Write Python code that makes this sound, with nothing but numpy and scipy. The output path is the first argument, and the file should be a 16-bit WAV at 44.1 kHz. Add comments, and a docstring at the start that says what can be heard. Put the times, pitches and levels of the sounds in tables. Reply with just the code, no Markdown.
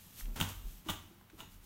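"""In a small hallway, a string mop is swung and slapped on a hard floor three times, the last lightly.
The strands swish and land first; then the plastic head clacks in a quick cluster of contacts, each
exciting its damped modes, and under the first two strokes the floor thuds. The handle bumps and rustles,
and deep soft thumps come between the strokes. The room reverberates briefly after each stroke,
over quiet air and a thin, very high hiss."""
import sys
import numpy as np
from scipy import signal
from scipy.fft import rfft, irfft
from scipy.io import wavfile

SR = 44100
rng = np.random.default_rng(int(sys.argv[2]) if len(sys.argv) > 2 else 0)


def wav_out(sig):
    """Save sig, one row per channel (or a flat mono array), as 16-bit PCM at SR to the path in sys.argv[1]."""
    wavfile.write(sys.argv[1], SR, np.round(np.clip(np.atleast_2d(sig).T, -1, 1) * 32767).astype(np.int16))


N = 72765
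TIME = np.arange(N) / SR
RING_TIME = TIME[:SR // 2]

# Contacts of the mop head. Each row: start in seconds, knock level in dB, clack level in dB,
# centre of the clack in Hz, slap level in dB.
CONTACTS = [(0.401, -23.5, -42, 3570, -29.5), (.410, -28.5, -23.5, 3060, -34),
            (0.4122, -25, -20, 2930, -32), (0.4154, -44, -20, 2830, -62), (0.4245, -32.5, -26, 2980, -41),
            (0.8866, -37.5, -28, 3100, -43.5), (.890, -25.5, -33.5, 3020, -44),
            (.8967, -57, -21, 3250, -41), (0.8993, -30, -31, 3130, -33.5),
            (0.9029, -25.5, -25, 2600, -35.5), (1.391, -43, -45.5, 3400, -65), (1.398, -50, -63, 3000, -55),
            (1.404, -41.5, -35, 3420, -48.5), (1.409, -41.5, -50, 3020, -55)]
# Modes of the hollow head, stiff socket and floor. Each row: frequency in Hz, level in dB, T60 in seconds.
HEAD_MODES = [(662, -13, 0.08), (851, -3.5, 0.02), (956, -1, 0.029), (1209, -7.5, 0.038), (1332, -3, 0.023),
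              (1482, 0, 0.02), (1544, -8, 0.043), (1932, -14.5, 0.05)]
SOCKET_MODES = [(2935, -1, 0.035), (3130, -1.5, 0.0053), (3246, -4.5, 0.026), (3680, -7, 0.028)]
FLOOR_MODES = [(47.3, -8, 0.14), (93, -5, 0.64), (164, 0, 0.078), (206, -8, 0.079), (291.5, -13, 0.2)]
# Modes of the handle. Each row: multiple of the bump's pitch, level in dB, T60 in seconds.
HANDLE_MODES = [(1, -3.5, 0.17), (1.27, -13.5, 0.063)]
# Blows on the floor and jolts of the handle tube. Each row: start in seconds, level in dB.
FLOOR_BLOWS = [(.4045, -37), (.4095, -28), (0.8905, -41.5), (.8966, -36)]
TUBE_JOLTS = [(0.409, -50.5), (.897, -48.5), (1.405, -56.5)]
# Handle bumps and small ticks. Each row: start in seconds, level in dB, pitch or band centre in Hz.
HANDLE_BUMPS = [(.863, -39.5, 314.5), (1.036, -53, 311.7), (1.11, -52.5, 344), (1.331, -49.5, 321)]
TICKS = [(0.208, -50, 1500), (0.256, -55, 2970), (0.489, -45.5, 7650), (1.212, -56.5, 1120),
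         (1.2989, -53.5, 1780), (1.302, -62.5, 6200)]
# Deep thumps. Each row: start in seconds, length in seconds, level in dB, frequency in Hz.
THUMPS = [(0.219, 0.15, -35, 34.7), (0.552, 0.096, -43.5, 45.4), (0.639, 0.082, -34.5, 37.3),
          (0.703, 0.13, -50, 40.3), (1.498, 0.16, -54, 35.9)]
# Landing strands and handling rustles. Each row: start in seconds, level in dB, rise and T60 in seconds.
LANDINGS = [(0.356, -43, 0.0052, 0.5), (.42, -43.5, 0.009, 0.26), (.475, -53, 0.024, 0.094),
            (.84, -50.5, 0.05, 0.69), (.886, -44, 0.0023, 0.18), (1.372, -52, 0.026, 0.25)]
RUSTLES = [(.24, -53.5, 0.046, 0.44), (.358, -43, 0.048, 0.068), (.62, -58, 0.036, 0.24),
           (1.33, -59.5, 0.015, 0.2), (1.41, -57.5, 0.0092, 0.23)]
# Envelopes of the brushing strands and the high hiss. Each row: time in seconds, level in dB.
SWISH_LEVELS = [(0, -59.5), (.125, -61.5), (.165, -56), (.202, -47), (.24, -61), (.31, -66.5), (.35, -62.5),
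                (.46, -61), (.492, -50.5), (.55, -59), (.64, -63), (.70, -58.5), (.79, -62.5), (.84, -70),
                (1.05, -69.5), (1.28, -76), (1.39, -65.5), (1.47, -73), (1.52, -62.5), (1.6, -72.5),
                (1.65, -62)]
HISS_LEVELS = [(0, -77), (.3, -66), (.78, -69), (.9, -80)]
# Spectra of the noises and of the room's tail. Each row: frequency in Hz, relative level in dB.
SLAP_SPECTRUM = [(200, 9), (500, 1), (1200, -0.5), (2100, -3), (3400, 8), (4900, -6), (6500, 1.5),
                 (8000, 1.5), (10500, -3.5), (14800, 2.5), (16000, 3.5)]
SWISH_SPECTRUM = [(150, 10), (600, -9), (1400, -4.5), (1900, -5), (3200, 2.5), (4800, -2), (6300, 1),
                  (10500, -1.5), (12500, 3.5), (15000, 0), (16000, -8)]
LANDING_SPECTRUM = [(100, 9.5), (220, 12), (450, -1), (950, 5.5), (2000, -1.5), (3300, -1), (4800, -6.5),
                    (6500, -3.5), (10500, -10), (15000, -7.5)]
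TUBE_SPECTRUM = [(700, -22), (880, 5), (1100, -15), (2400, -9), (2850, 2.5), (3200, -13), (3680, -1),
                 (4200, -18), (6200, -17), (6800, -2), (7500, -34)]
RUSTLE_SPECTRUM = [(40, -15), (90, -3), (190, -2), (320, -9.5), (480, -14.5), (700, -21), (1500, -29),
                   (4000, -53)]
ROOM_SPECTRUM = [(60, 8), (250, -3), (600, -14), (1200, -5.5), (3000, -9), (7000, -5.5), (15000, -1)]
HISS_SPECTRUM = [(13300, -19), (14550, 15), (16000, -27)]
AIR_SPECTRUM = [(20, -34), (40, 1.5), (65, -4.5), (95, 3), (130, -7.5), (190, -1), (320, -13.5), (480, -18),
                (1100, -18.5), (3000, -24.5), (8000, -38), (16000, -25.5)]
# Reverberation time of the hallway. Each row: frequency in Hz, T60 (time to fall 60 dB) in seconds.
ROOM_T60 = [(80, 0.22), (300, 0.46), (1200, 0.44), (3000, 0.5), (7000, 0.33), (15000, 0.25)]


def mop_head():
    """Impact excitation: contacts slap and ring head and socket; where they land weights the socket modes."""
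    hard_rise_s, hard_db = 0.00022, -18.5
    crack = 1 + amp(4) * np.exp(-RING_TIME / 0.0009)  # the first cycles stand out above the ring
    out = np.zeros(N)
    for start, knock_db, clack_db, centre_hz, slap_db in CONTACTS:
        socket = [(hz, db - 10 * (np.log2(hz / centre_hz) / 0.34) ** 2, t60)  # -10 dB at 0.34 octave
                  for hz, db, t60 in SOCKET_MODES]
        slap = burst(SLAP_SPECTRUM, slap_db, t60=0.043)
        body = sum(amp(db) * ring(modes, spread_db=3, detune=0.0074)
                   for db, modes in [(knock_db, HEAD_MODES), (clack_db, socket)])
        rise_s = hard_rise_s * np.sqrt(amp(hard_db - clack_db))  # strands cushion the lighter contacts
        onset = np.minimum(RING_TIME / rise_s, 1)
        add(out, start, onset * crack / crack[0] * body + slap)
    return out


def strands():
    """Friction and soft impact: the strands hiss as they are swung and dragged, and land in splats."""
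    swish = fibres(SWISH_SPECTRUM) * envelope(SWISH_LEVELS)
    return swish + fibres(LANDING_SPECTRUM) * swells(LANDINGS)


def fibres(spectrum, snaps_per_s=5000, spread_db=7, snap_share=0.13):
    """Shot noise: many tiny, independent snaps of fibres add to a smooth hiss."""
    snaps = rng.standard_normal(N) * (rng.random(N) < snaps_per_s / SR)
    snaps *= amp(spread_db * np.minimum(rng.exponential(1, N), 4))
    hiss = rng.standard_normal(N)
    return colour(np.sqrt(snap_share) * unit(snaps) + np.sqrt(1 - snap_share) * hiss, spectrum)


def floor_thuds():
    """Modal response: each blow sets the floor's low modes into free vibration."""
    out = np.zeros(N)
    for start, db in FLOOR_BLOWS:
        add(out, start, amp(db) * ring(FLOOR_MODES))
    return out


def handle_tube(rise_s=0.0034, t60=0.3):
    """Resonance: each jolt leaves the handle tube shivering in a few broad bands."""
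    return noise(TUBE_SPECTRUM) * swells([(start, db, rise_s, t60) for start, db in TUBE_JOLTS])


def handle_bumps():
    """Damped vibration: the moving handle bumps, each time at its own pitch, amid dull rustles."""
    out = noise(RUSTLE_SPECTRUM) * swells(RUSTLES)
    for start, bump_db, hz in HANDLE_BUMPS:
        modes = [(hz * multiple, db, t60) for multiple, db, t60 in HANDLE_MODES]
        add(out, start, amp(bump_db) * ring(modes))
    return out


def ticks():
    """Brief transients have broad spectra: each light tap is a short burst in a wide band."""
    step = 2 ** 0.61  # frequency ratio of 0.61 octave
    out = np.zeros(N)
    for start, db, hz in TICKS:
        band = [(hz / step ** 2, -24), (hz / step, -3), (hz, 0), (hz * step, -6), (hz * step ** 3, -24)]
        add(out, start, burst(band, db, t60=0.026))
    return out


def thumps(rise_s=0.0198, fall_s=0.058):
    """Tone bursts: a few very deep cycles that swell and die are heard as a thump."""
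    out = np.zeros(N)
    for start, length, db, hz in THUMPS:
        t = np.arange(0, length, 1 / SR)
        shape = np.minimum(t / rise_s, 1) * np.minimum((length - t) / fall_s, 1)
        add(out, start, amp(db) * shape * np.sin(2 * np.pi * hz * t))
    return out


def room(x, delay_s=0.004, build_s=0.01, gain_db=-3.5):
    """Reverberation: reflections gather into a diffuse tail whose middle frequencies last longest."""
    hz, t, bands = signal.stft(rng.standard_normal(SR), SR, nperseg=256)
    decay = amp(-60 * t / read(ROOM_T60, hz)[:, None])
    tail = signal.istft(bands * decay, SR, nperseg=256)[1][:SR]
    tail *= np.minimum(TIME[:SR] / build_s, 1)
    tail = equalise(tail / np.linalg.norm(tail), ROOM_SPECTRUM)
    out = np.zeros(N)
    add(out, delay_s, signal.fftconvolve(x, tail))
    return amp(gain_db) * out


def high_hiss():
    """Narrow-band noise: a thin, very high hiss, strongest around the first stroke."""
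    return noise(HISS_SPECTRUM) * envelope(HISS_LEVELS)


def air():
    """Stationary noise: the steady, mostly low background of a quiet room."""
    return amp(-61.5) * noise(AIR_SPECTRUM)


def ring(modes, spread_db=0, detune=0):
    """Superposition of damped modes of alternating sign, with optional scatter in level and tuning."""
    out = np.zeros(len(RING_TIME))
    for k, (hz, db, t60) in enumerate(modes):
        db += spread_db * rng.standard_normal()
        hz *= 1 + detune * rng.standard_normal()
        out += (-1) ** k * amp(db - 60 * RING_TIME / t60) * np.sin(2 * np.pi * hz * RING_TIME)
    return out


def burst(spectrum, db, t60):
    """Exponential decay of a sudden noise."""
    return noise(spectrum, len(RING_TIME)) * amp(db - 60 * RING_TIME / t60)


def swells(rows):
    """Summed envelopes, each a linear rise followed by exponential decay."""
    level = np.zeros(N)
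    for start, db, rise_s, t60 in rows:
        decay = amp(db - 60 * np.maximum(RING_TIME - rise_s, 0) / t60)
        add(level, start, np.minimum(RING_TIME / rise_s, 1) * decay)
    return level


def envelope(levels):
    """Amplitude over time, interpolated in decibels."""
    return amp(np.interp(TIME, *np.transpose(levels)))


def noise(spectrum, length=N):
    """Gaussian noise with the given spectrum, at rms 1."""
    return colour(rng.standard_normal(length), spectrum)


def colour(x, spectrum):
    """Spectral shaping, at rms 1."""
    return unit(equalise(x, spectrum))


def equalise(x, spectrum):
    """Linear filtering: each frequency is multiplied by its gain."""
    hz = np.fft.rfftfreq(len(x), 1 / SR)
    return irfft(rfft(x) * amp(read(spectrum, hz)), len(x))


def read(points, hz):
    """Interpolation on a log-frequency axis."""
    point_hz, values = np.transpose(points)
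    return np.interp(np.log(hz + 1), np.log(point_hz), values)


def amp(db):
    """Decibels as an amplitude ratio."""
    return 10 ** (np.asarray(db) / 20)


def unit(x):
    """Normalisation to rms 1."""
    return x / np.sqrt(np.mean(x ** 2) + 1e-20)


def add(mix, start_s, sound):
    """Superposition of a sound on the mix from its start time."""
    part = mix[max(round(start_s * SR), 0):][:len(sound)]
    part += sound[:len(part)]


def scene():
    """Superposition of all sources; two room responses crossfade, so echoes change as the mop moves."""
    mop = mop_head() + handle_tube() + handle_bumps() + ticks() + strands()
    turn = np.pi * TIME
    echoes = room(mop * np.cos(turn)) + room(mop * np.sin(turn))
    return (mop + echoes + air() + floor_thuds() + thumps() + high_hiss())[None]


def record(dry, cutoff_hz=15900):
    """Band limiting: a steep low-pass filter removes the highest treble."""
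    lowpass = signal.firwin(511, cutoff_hz, window=("kaiser", 9), fs=SR)
    return signal.oaconvolve(dry, lowpass[None], "same")


dry = scene()
out = record(dry)
wav_out(out)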